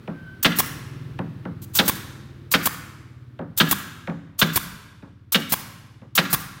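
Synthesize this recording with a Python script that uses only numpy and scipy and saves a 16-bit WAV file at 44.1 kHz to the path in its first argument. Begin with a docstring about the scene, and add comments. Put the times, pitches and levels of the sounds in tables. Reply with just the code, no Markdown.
"""Nail gun in an open workshop

Close to one microphone, a pneumatic gun drives seven nails through a thin wood panel into its frame.
Each shot: air rushes in, the driver cracks down, the panel booms, the exhaust puffs, the piston knocks.
Between shots the nose is set down on the wood. Far off are a rumble, a slow engine and one faint squeal.
The wide room echoes the work, and the recorder's limiter flattens the cracks."""
import sys
import numpy as np
from scipy import signal
from scipy.fft import rfft, irfft
from scipy.io import wavfile
from scipy.ndimage import uniform_filter1d, minimum_filter1d

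SR = 44100
rng = np.random.default_rng(int(sys.argv[2]) if len(sys.argv) > 2 else 0)


def materialize(psi):
    """Save the field psi as 16-bit PCM at rate SR to the path in sys.argv[1].

    A 1-D psi becomes a single channel; in a 2-D psi each row is a channel.
    """
    bounded = np.clip(np.atleast_2d(psi).T, -1, 1)
    quanta = np.round(bounded * 32767).astype(np.int16)
    wavfile.write(sys.argv[1], SR, quanta)


N = 291060
TIME = np.arange(N) / SR
AGE = np.arange(SR // 2) / SR  # seconds since an event began

# the rumble from outdoors: freq_hz, level_db
RUMBLE_SPECTRUM = [(20, -39.5), (45, -5), (90, 0), (130, -8.5), (190, -2), (320, -4.5), (500, -16),
                   (800, -25), (1300, -19.5), (2200, -25.5), (4000, -30.5), (7000, -43), (15000, -43.5)]
# the far engine works, then eases off: time_s, firing_hz, level_db
ENGINE_RUN = [(0, 17.6, -47.5), (.55, 18.3, -45), (1.0, 20.8, -36), (1.799, 18.5, -41.5),
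              (2.398, 19.25, -40.5), (4.401, 15.7, -48.5), (6.6, 18.8, -46)]
# harmonics of its firing rate: multiple, level_db
ENGINE_HARMONICS = [(4, -11), (5, -3), (6, -1), (7, 0), (8, -7), (11, -21), (13, -19), (14, -18), (17, -16),
                    (18, -16)]
# the panel's strong modes: pitch_hz, level_db, t60_s
PANEL_RESONANCES = [(158.95, -4, 0.74), (193, 2.5, 0.12), (191, 3.5, 0.1), (231.6, -1, 0.26),
                    (274.8, -6.5, 0.25), (282.1, -6.5, 0.7), (357, -10.5, 0.37), (464.8, -5, 0.17),
                    (537, -1, 0.14), (598, -12, 0.22), (645, -6, 0.11), (818, -9.5, 0.14)]
# its many weak modes, the grain: freq_hz, level_db
GRAIN_SPECTRUM = [(40, -32.5), (120, -39.5), (165, 11), (280, -1), (390, -5.5), (520, -4.5), (720, -8),
                  (1500, -11.5), (3000, -34.5), (6000, -53)]
# how the grain dies away: freq_hz, t60_s
GRAIN_DECAY = [(150, 0.39), (500, 0.22), (1500, 0.21), (5000, 0.052)]
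# the nose is set down on the panel: start_s, boom_db, tick_db, rebound_db
NOSE_TAPS = [(0.0758, -29, -34.5, -14.5), (1.189, -26, -25.5, -19), (1.452, -28.5, -35, -20.5),
             (3.390, -27.5, -38.5, -9.5), (4.073, -24.5, -26, -6.5), (5.0237, -39, -45.5, -15.5),
             (6.016, -43, -52, -17)]
# a hard contact: freq_hz, level_db
CRACK_SPECTRUM = [(30, -40), (80, -16), (400, -5), (800, -4.5), (1500, 7), (2000, 0.5), (3200, 2.5),
                  (4300, -1.5), (5500, -9), (7500, -18), (15000, -21.5)]
# a dull contact: freq_hz, level_db
TICK_SPECTRUM = [(200, -0.5), (700, -2), (1400, -9), (2400, -4.5), (3800, -17.5), (5000, -34.5),
                 (15000, -51.5)]
# the trigger is pulled and the valve opens after a short leak: open_s, leak_s
TRIGGER_PULLS = [(.4266, 0.0017), (1.75, .017), (2.514, .007), (3.574, 0.0098), (4.389, 0.0088),
                 (5.320, .001), (6.151, .002)]
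# air hissing through the valve: freq_hz, level_db
VALVE_SPECTRUM = [(40, -26), (120, -7.5), (480, -27), (950, -11.5), (1600, -12.5), (1900, -18.5),
                  (3500, -8), (5000, -9), (7000, -6.5), (10500, -8), (14500, 0.5), (16500, -3)]
# the driver hits a nail: start_s, crack_db, boom_db, body_db, tilt_db_per_octave, bite_hz
NAIL_SHOTS = [(0.4463, -1, -15, -10, 0, 3250), (1.7879, -5, -15.5, -11.5, 9.5, 3650),
              (2.5386, -4.5, -17.5, -16.5, 3, 2350), (3.600, -3, -14, -6.5, -2, 3400),
              (4.4145, -4, -16.5, -5.5, -3.5, 3460), (5.3455, -5.5, -18.5, -12.5, 1, 3200),
              (6.177, -3, -17, -13.5, 2.5, 3305)]
# the gun body's modes: pitch_hz, level_db, t60_s
BODY_RESONANCES = [(1060, -6, .025), (1355, -2, .028), (1440, -4, .025), (1620, 1, .03), (1990, -5, .022),
                   (2290, -5, .022), (2570, -4, .022), (2885, -4, .022), (3090, -1, .025), (3690, -4, .022),
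                   (3800, -5, .022)]
# the trigger is let go and the cylinder vents: start_s, level_db
TRIGGER_RELEASES = [(.5863, -7.5), (1.8791, -9.5), (2.6555, -10.5), (3.711, -10), (4.558, -10),
                    (5.5213, -10), (6.329, -10)]
# the exhaust jet: freq_hz, level_db
EXHAUST_SPECTRUM = [(30, -21), (90, 3.5), (280, 1), (550, -11), (900, -4.5), (2000, -8), (4000, -8),
                    (7500, -8.5), (10000, -5.5), (12000, -4.5), (14500, 1), (16500, -1.5)]
# the piston stop's modes: pitch_hz, level_db, t60_s
STOP_RESONANCES = [(170, -12, 0.02), (892, -5, 0.015), (1076, 1.5, 0.023), (1220, -12.5, 0.0075),
                   (1630, -2.5, 0.014), (2370, -9.5, 0.017), (3400, -3, 0.018)]
# the colour of the workshop's echoes: freq_hz, level_db
ROOM_SPECTRUM = [(50, 2.5), (160, 0), (400, -5), (750, -6), (1150, 1), (1800, 2.5), (3200, -5), (6000, 0),
                 (9000, -3.5), (15000, -4.5)]
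# how the echoes die away: freq_hz, t60_s
ROOM_DECAY = [(100, 1.3), (500, 1.36), (1400, 1.06), (3000, 1.086), (6000, 0.88), (10000, 0.71),
              (15000, .43)]


def undb(db):
    """Decibels to gain."""
    return 10 ** (np.asarray(db) / 20)


def unit(x):
    """Scale to rms 1."""
    return x / np.sqrt(np.mean(x ** 2))


def at_hz(points, hz):
    """Read (freq_hz, value) points on a log-frequency axis."""
    freq_hz, value = np.transpose(points)
    return np.interp(np.log(np.maximum(hz, 1)), np.log(freq_hz), value)


def noise(spectrum, size=len(AGE)):
    """Coloured noise, rms 1."""
    gain = undb(at_hz(spectrum, np.fft.rfftfreq(size, 1 / SR)))
    return unit(irfft(rfft(rng.standard_normal(size)) * gain, size))


def fade(t, t60_s):
    """Full level until t = 0, then an exponential decay."""
    return np.exp(-np.log(1000) * np.maximum(t, 0) / t60_s)


def envelope(rise_s, hold_s, t60_s):
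    """A linear rise, and a decay that begins hold_s after the start."""
    return np.minimum(AGE / rise_s, 1) * fade(AGE - hold_s, t60_s)


def dense_ring(spectrum, decays, size=len(AGE), bands=14):
    """Countless overlapping modes: noise whose bands each die at their own rate."""
    source, t = rfft(noise(spectrum, size)), np.arange(size) / SR
    centres, hz = np.geomspace(60, 16000, bands), np.fft.rfftfreq(size, 1 / SR)
    out = np.zeros(size)
    for centre_hz, weights in zip(centres, np.eye(bands)):
        band = irfft(source * at_hz(np.c_[centres, weights], hz), size)
        out += band * fade(t, at_hz(decays, centre_hz))
    return out


def ring(modes, scatter_db, detune):
    """Struck modes, starting near rms 1; each blow lands elsewhere and weights them anew."""
    hz, db, t60_s = np.transpose(modes)
    strength, shift, start_turns = rng.standard_normal((len(hz), 3)).T
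    gain = undb(db + scatter_db * strength)
    turns = np.outer(AGE, hz * (1 + detune * shift)) + start_turns
    waves = np.sin(2 * np.pi * turns) * fade(AGE[:, None], t60_s)
    return waves @ gain / np.sqrt(np.sum(gain ** 2) / 2)


def bend(x, lag_s, fast_hz=4000):
    """Bending waves cross the panel at a speed that grows with the root of pitch, so lows come late."""
    size = 2 * len(x)
    hz = np.fft.rfftfreq(size, 1 / SR)
    delay_s = lag_s * (np.sqrt(fast_hz / np.clip(hz, 100, fast_hz)) - 1)
    phase = 2 * np.pi * np.cumsum(delay_s) * SR / size
    return irfft(rfft(x, size) * np.exp(-1j * phase))[:len(x)]


def wander(rate_hz):
    """A smooth random drift, rms 1."""
    step = int(SR / rate_hz)
    stairs = np.repeat(rng.standard_normal(N // step + 1), step)
    return unit(uniform_filter1d(stairs, step)[:N])


def add(track, start_s, sound):
    """Mix a sound in at start_s."""
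    i = int(start_s * SR)
    track[i:i + len(sound)] += sound[:N - i]


def outdoor_rumble(level_db=-44.5, fade_db_per_s=2.9, swell_share=0.58):
    """Rumble from outside shares part of the engine's swell and slowly dies down."""
    time_s, _, engine_db = np.transpose(ENGINE_RUN)
    swell_db = swell_share * np.interp(TIME, time_s, engine_db - engine_db.mean())
    trend_db = level_db - fade_db_per_s * TIME + swell_db
    return noise(RUMBLE_SPECTRUM, size=N) * undb(trend_db + 0.66 * wander(4.2))


def far_engine():
    """Only low harmonics of a slow engine's firings carry this far, wavering in level and phase."""
    time_s, firing_hz, level_db = np.transpose(ENGINE_RUN)
    firings = np.cumsum(np.interp(TIME, time_s, firing_hz)) / SR
    throb = np.zeros(N)
    for multiple, harmonic_db in ENGINE_HARMONICS:
        waver, drift_turns = undb(2 * wander(2)), .12 * wander(1)
        throb += undb(harmonic_db) * waver * np.cos(2 * np.pi * (multiple * firings + drift_turns))
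    return unit(throb) * undb(np.interp(TIME, time_s, level_db))


def panel_boom(modes_db=0, grain_db=0, tilt_db_per_octave=0, grain_tilt_share=.4):
    """The thin panel rings in a few strong modes and many weak ones; the spot struck tilts them."""
    hz, db, t60_s = np.transpose(PANEL_RESONANCES)
    tilted_db = db + tilt_db_per_octave * np.log2(hz / hz[0])
    modes = ring(np.c_[hz, tilted_db, t60_s], scatter_db=0.5, detune=0.0025)
    band_hz, band_db = np.transpose(GRAIN_SPECTRUM)
    octaves = np.log2(np.clip(band_hz, hz[0], hz[-1]) / hz[0])
    grain_spectrum = np.c_[band_hz, band_db + grain_tilt_share * tilt_db_per_octave * octaves]
    grain = dense_ring(grain_spectrum, GRAIN_DECAY)
    flex = np.sin(np.pi / 2 * np.minimum(AGE / .002, 1)) ** 2
    return bend(flex * (undb(modes_db) * modes + undb(grain_db) * grain), lag_s=0.002593)


def nose_taps(rebound_s=.024):
    """The nose meets the wood with a short click, a dull tick and a soft boom, and rebounds once."""
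    out = np.zeros(N)
    for start_s, boom_db, tick_db, rebound_db in NOSE_TAPS:
        click = noise(CRACK_SPECTRUM) * envelope(rise_s=0.00022, hold_s=0.00093, t60_s=0.009)
        tick = noise(TICK_SPECTRUM) * envelope(rise_s=0.00022, hold_s=.002, t60_s=0.017)
        contact = undb(-18) * click + bend(tick, lag_s=0.00205)
        knock = undb(tick_db) * contact + undb(boom_db) * panel_boom()
        add(out, start_s, knock)
        add(out, start_s + rebound_s, undb(rebound_db) * knock)
    return out


def far_squeal(start_s=0.13, pitch_hz=1555, sag_hz_per_s=70, level_db=-45):
    """A thin squeal in the distance swells, flutters, sags and fades, with a weak overtone."""
    out = np.zeros(N)
    hz = (pitch_hz - sag_hz_per_s * AGE) * (1 + .016 * wander(280)[:len(AGE)])
    phase = 2 * np.pi * np.cumsum(hz) / SR
    flutter = undb(2.5 * wander(60)[:len(AGE)])
    tone = np.sin(phase) + undb(-20.5) * np.sin(2 * phase)
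    add(out, start_s, undb(level_db) * tone * flutter * envelope(rise_s=0.049, hold_s=0.19, t60_s=0.9))
    return out


def air_inrush(quick_fill_s=0.017, quick_flow_s=0.0089, leak_db=-30.5, rush_db=-16.5):
    """The valve leaks, then air rushes into the cylinder; a slower fill hisses for longer."""
    out = np.zeros(N)
    for (open_s, leak_s), (blow_s, *_) in zip(TRIGGER_PULLS, NAIL_SHOTS):
        leak = noise(VALVE_SPECTRUM) * envelope(rise_s=0.018, hold_s=leak_s, t60_s=0.018)
        add(out, open_s - leak_s, undb(leak_db) * leak)
        flow_s = quick_flow_s + 3.4 * max(blow_s - open_s - quick_fill_s, 0)
        rush = noise(VALVE_SPECTRUM) * envelope(rise_s=.003, hold_s=flow_s, t60_s=.025)
        easing = fade(AGE - flow_s / 3, t60_s=.1)  # the flow eases as the pressure builds
        add(out, open_s, undb(rush_db) * rush * easing)
    return out


def driver_blows(bumper_s=.011):
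    """Steel snaps on steel and the nail grinds into the wood; the panel booms and the gun body rings."""
    out = np.zeros(N)
    for start_s, crack_db, boom_db, body_db, tilt, bite_hz in NAIL_SHOTS:
        snap = rng.standard_normal(len(AGE)) * envelope(rise_s=.0002, hold_s=0.00035, t60_s=0.0041)
        bite_band = [(bite_hz / 2, -25), (bite_hz, 0), (bite_hz * 2, -35)]
        bite = noise(bite_band) * envelope(rise_s=0.0016, hold_s=0.0014, t60_s=0.034)
        grind = noise(CRACK_SPECTRUM) * envelope(rise_s=0.00063, hold_s=0.012, t60_s=0.061)
        crack = undb(-15) * snap + undb(-2) * bite + undb(-8) * grind
        boom = panel_boom(modes_db=-2, grain_db=-3, tilt_db_per_octave=tilt)
        add(out, start_s, undb(crack_db) * crack + undb(boom_db) * boom)
        # the body is struck twice: as the driver meets the nail and as the piston lands on its bumper
        for late_s in (0, bumper_s):
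            body = ring(BODY_RESONANCES, scatter_db=0.5, detune=0.0045) * np.minimum(AGE / 0.0023, 1)
            add(out, start_s + late_s, undb(body_db) * body)
    return out


def exhaust_puffs(leak_s=0.032, leak_db=-29.5):
    """The valve leaks as the trigger eases off, then the cylinder vents in one burst."""
    out = np.zeros(N)
    for start_s, level_db in TRIGGER_RELEASES:
        leak = noise(VALVE_SPECTRUM) * envelope(rise_s=0.013, hold_s=leak_s, t60_s=0.018)
        add(out, start_s - leak_s, undb(leak_db) * leak)
        burst = envelope(rise_s=0.0005, hold_s=0.02, t60_s=0.021) * fade(AGE, t60_s=0.16)
        add(out, start_s, undb(level_db) * noise(EXHAUST_SPECTRUM) * burst)
    return out


def piston_returns(travel_s=.0163, level_db=-10.5):
    """As the cylinder vents, the piston flies back up and clacks on its stop."""
    out = np.zeros(N)
    for vent_s, _ in TRIGGER_RELEASES:
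        stop = ring(STOP_RESONANCES, scatter_db=0, detune=0.009)
        knock = stop * envelope(rise_s=0.0014, hold_s=0.013, t60_s=.04)
        clack = noise(TICK_SPECTRUM) * envelope(rise_s=0.0042, hold_s=0.0018, t60_s=0.0088)
        add(out, vent_s + travel_s, undb(level_db) * (knock + undb(-8) * clack))
    return out


def air_slip(start_s=1.616, level_db=-40.5):
    """A half-pulled trigger lets a little air slip, once."""
    out = np.zeros(N)
    hiss = noise(VALVE_SPECTRUM) * envelope(rise_s=0.0044, hold_s=.031, t60_s=.025)
    add(out, start_s, undb(level_db) * hiss)
    return out


def workshop_echoes(x, wet_db, build_up_s, swerve_hz, paths=4):
    """Echoes build up in the wide room and the treble dies first."""
    # the source swerves between paths to the walls, so no steady colour settles in the tail
    shares = np.array([wander(swerve_hz) for _ in range(paths)])
    shares /= np.linalg.norm(shares, axis=0)
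    onset = np.minimum(np.arange(2 * SR) / SR / build_up_s, 1)
    out = np.zeros(N)
    for share in shares:
        response = dense_ring(ROOM_SPECTRUM, ROOM_DECAY, size=2 * SR) * onset
        out += signal.fftconvolve(x * share, response / np.linalg.norm(response))[:N]
    return undb(wet_db) * out


def far_wall(x, delay_s=0.073, level_db=-25):
    """One distinct slap comes back to the microphone from the far wall."""
    out = np.zeros(N)
    add(out, delay_s, undb(level_db) * x)
    return out


def limiter(x, ceiling, window=150):
    """The gain dips smoothly around every peak above the ceiling."""
    gain = ceiling / np.maximum(np.abs(x), ceiling)
    return x * uniform_filter1d(minimum_filter1d(gain, window), window)


def scene():
    """At the microphone, in mono: gun and panel close by, the room around them, the background far off."""
    knocks = driver_blows() + piston_returns() + nose_taps()
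    jets = air_inrush() + exhaust_puffs() + air_slip()
    work = knocks + jets
    # turbulent jets change direction faster than the knocks
    echoes = workshop_echoes(knocks, wet_db=-17, build_up_s=0.018, swerve_hz=80)
    echoes += workshop_echoes(jets, wet_db=-12.5, build_up_s=0.011, swerve_hz=250)
    background = far_engine() + far_squeal() + outdoor_rumble()
    return (work + echoes + far_wall(work) + background)[None]


def record(dry):
    """The recorder drops the deepest bass, limits the cracks and cuts the top."""
    low_cut = signal.butter(2, 42, "highpass", fs=SR, output="sos")
    high_cut = signal.ellip(10, .2, 70, 15900, fs=SR, output="sos")
    limited = limiter(signal.sosfilt(low_cut, dry), ceiling=0.71)
    return signal.sosfilt(high_cut, limited)


dry = scene()
out = record(dry)
materialize(out)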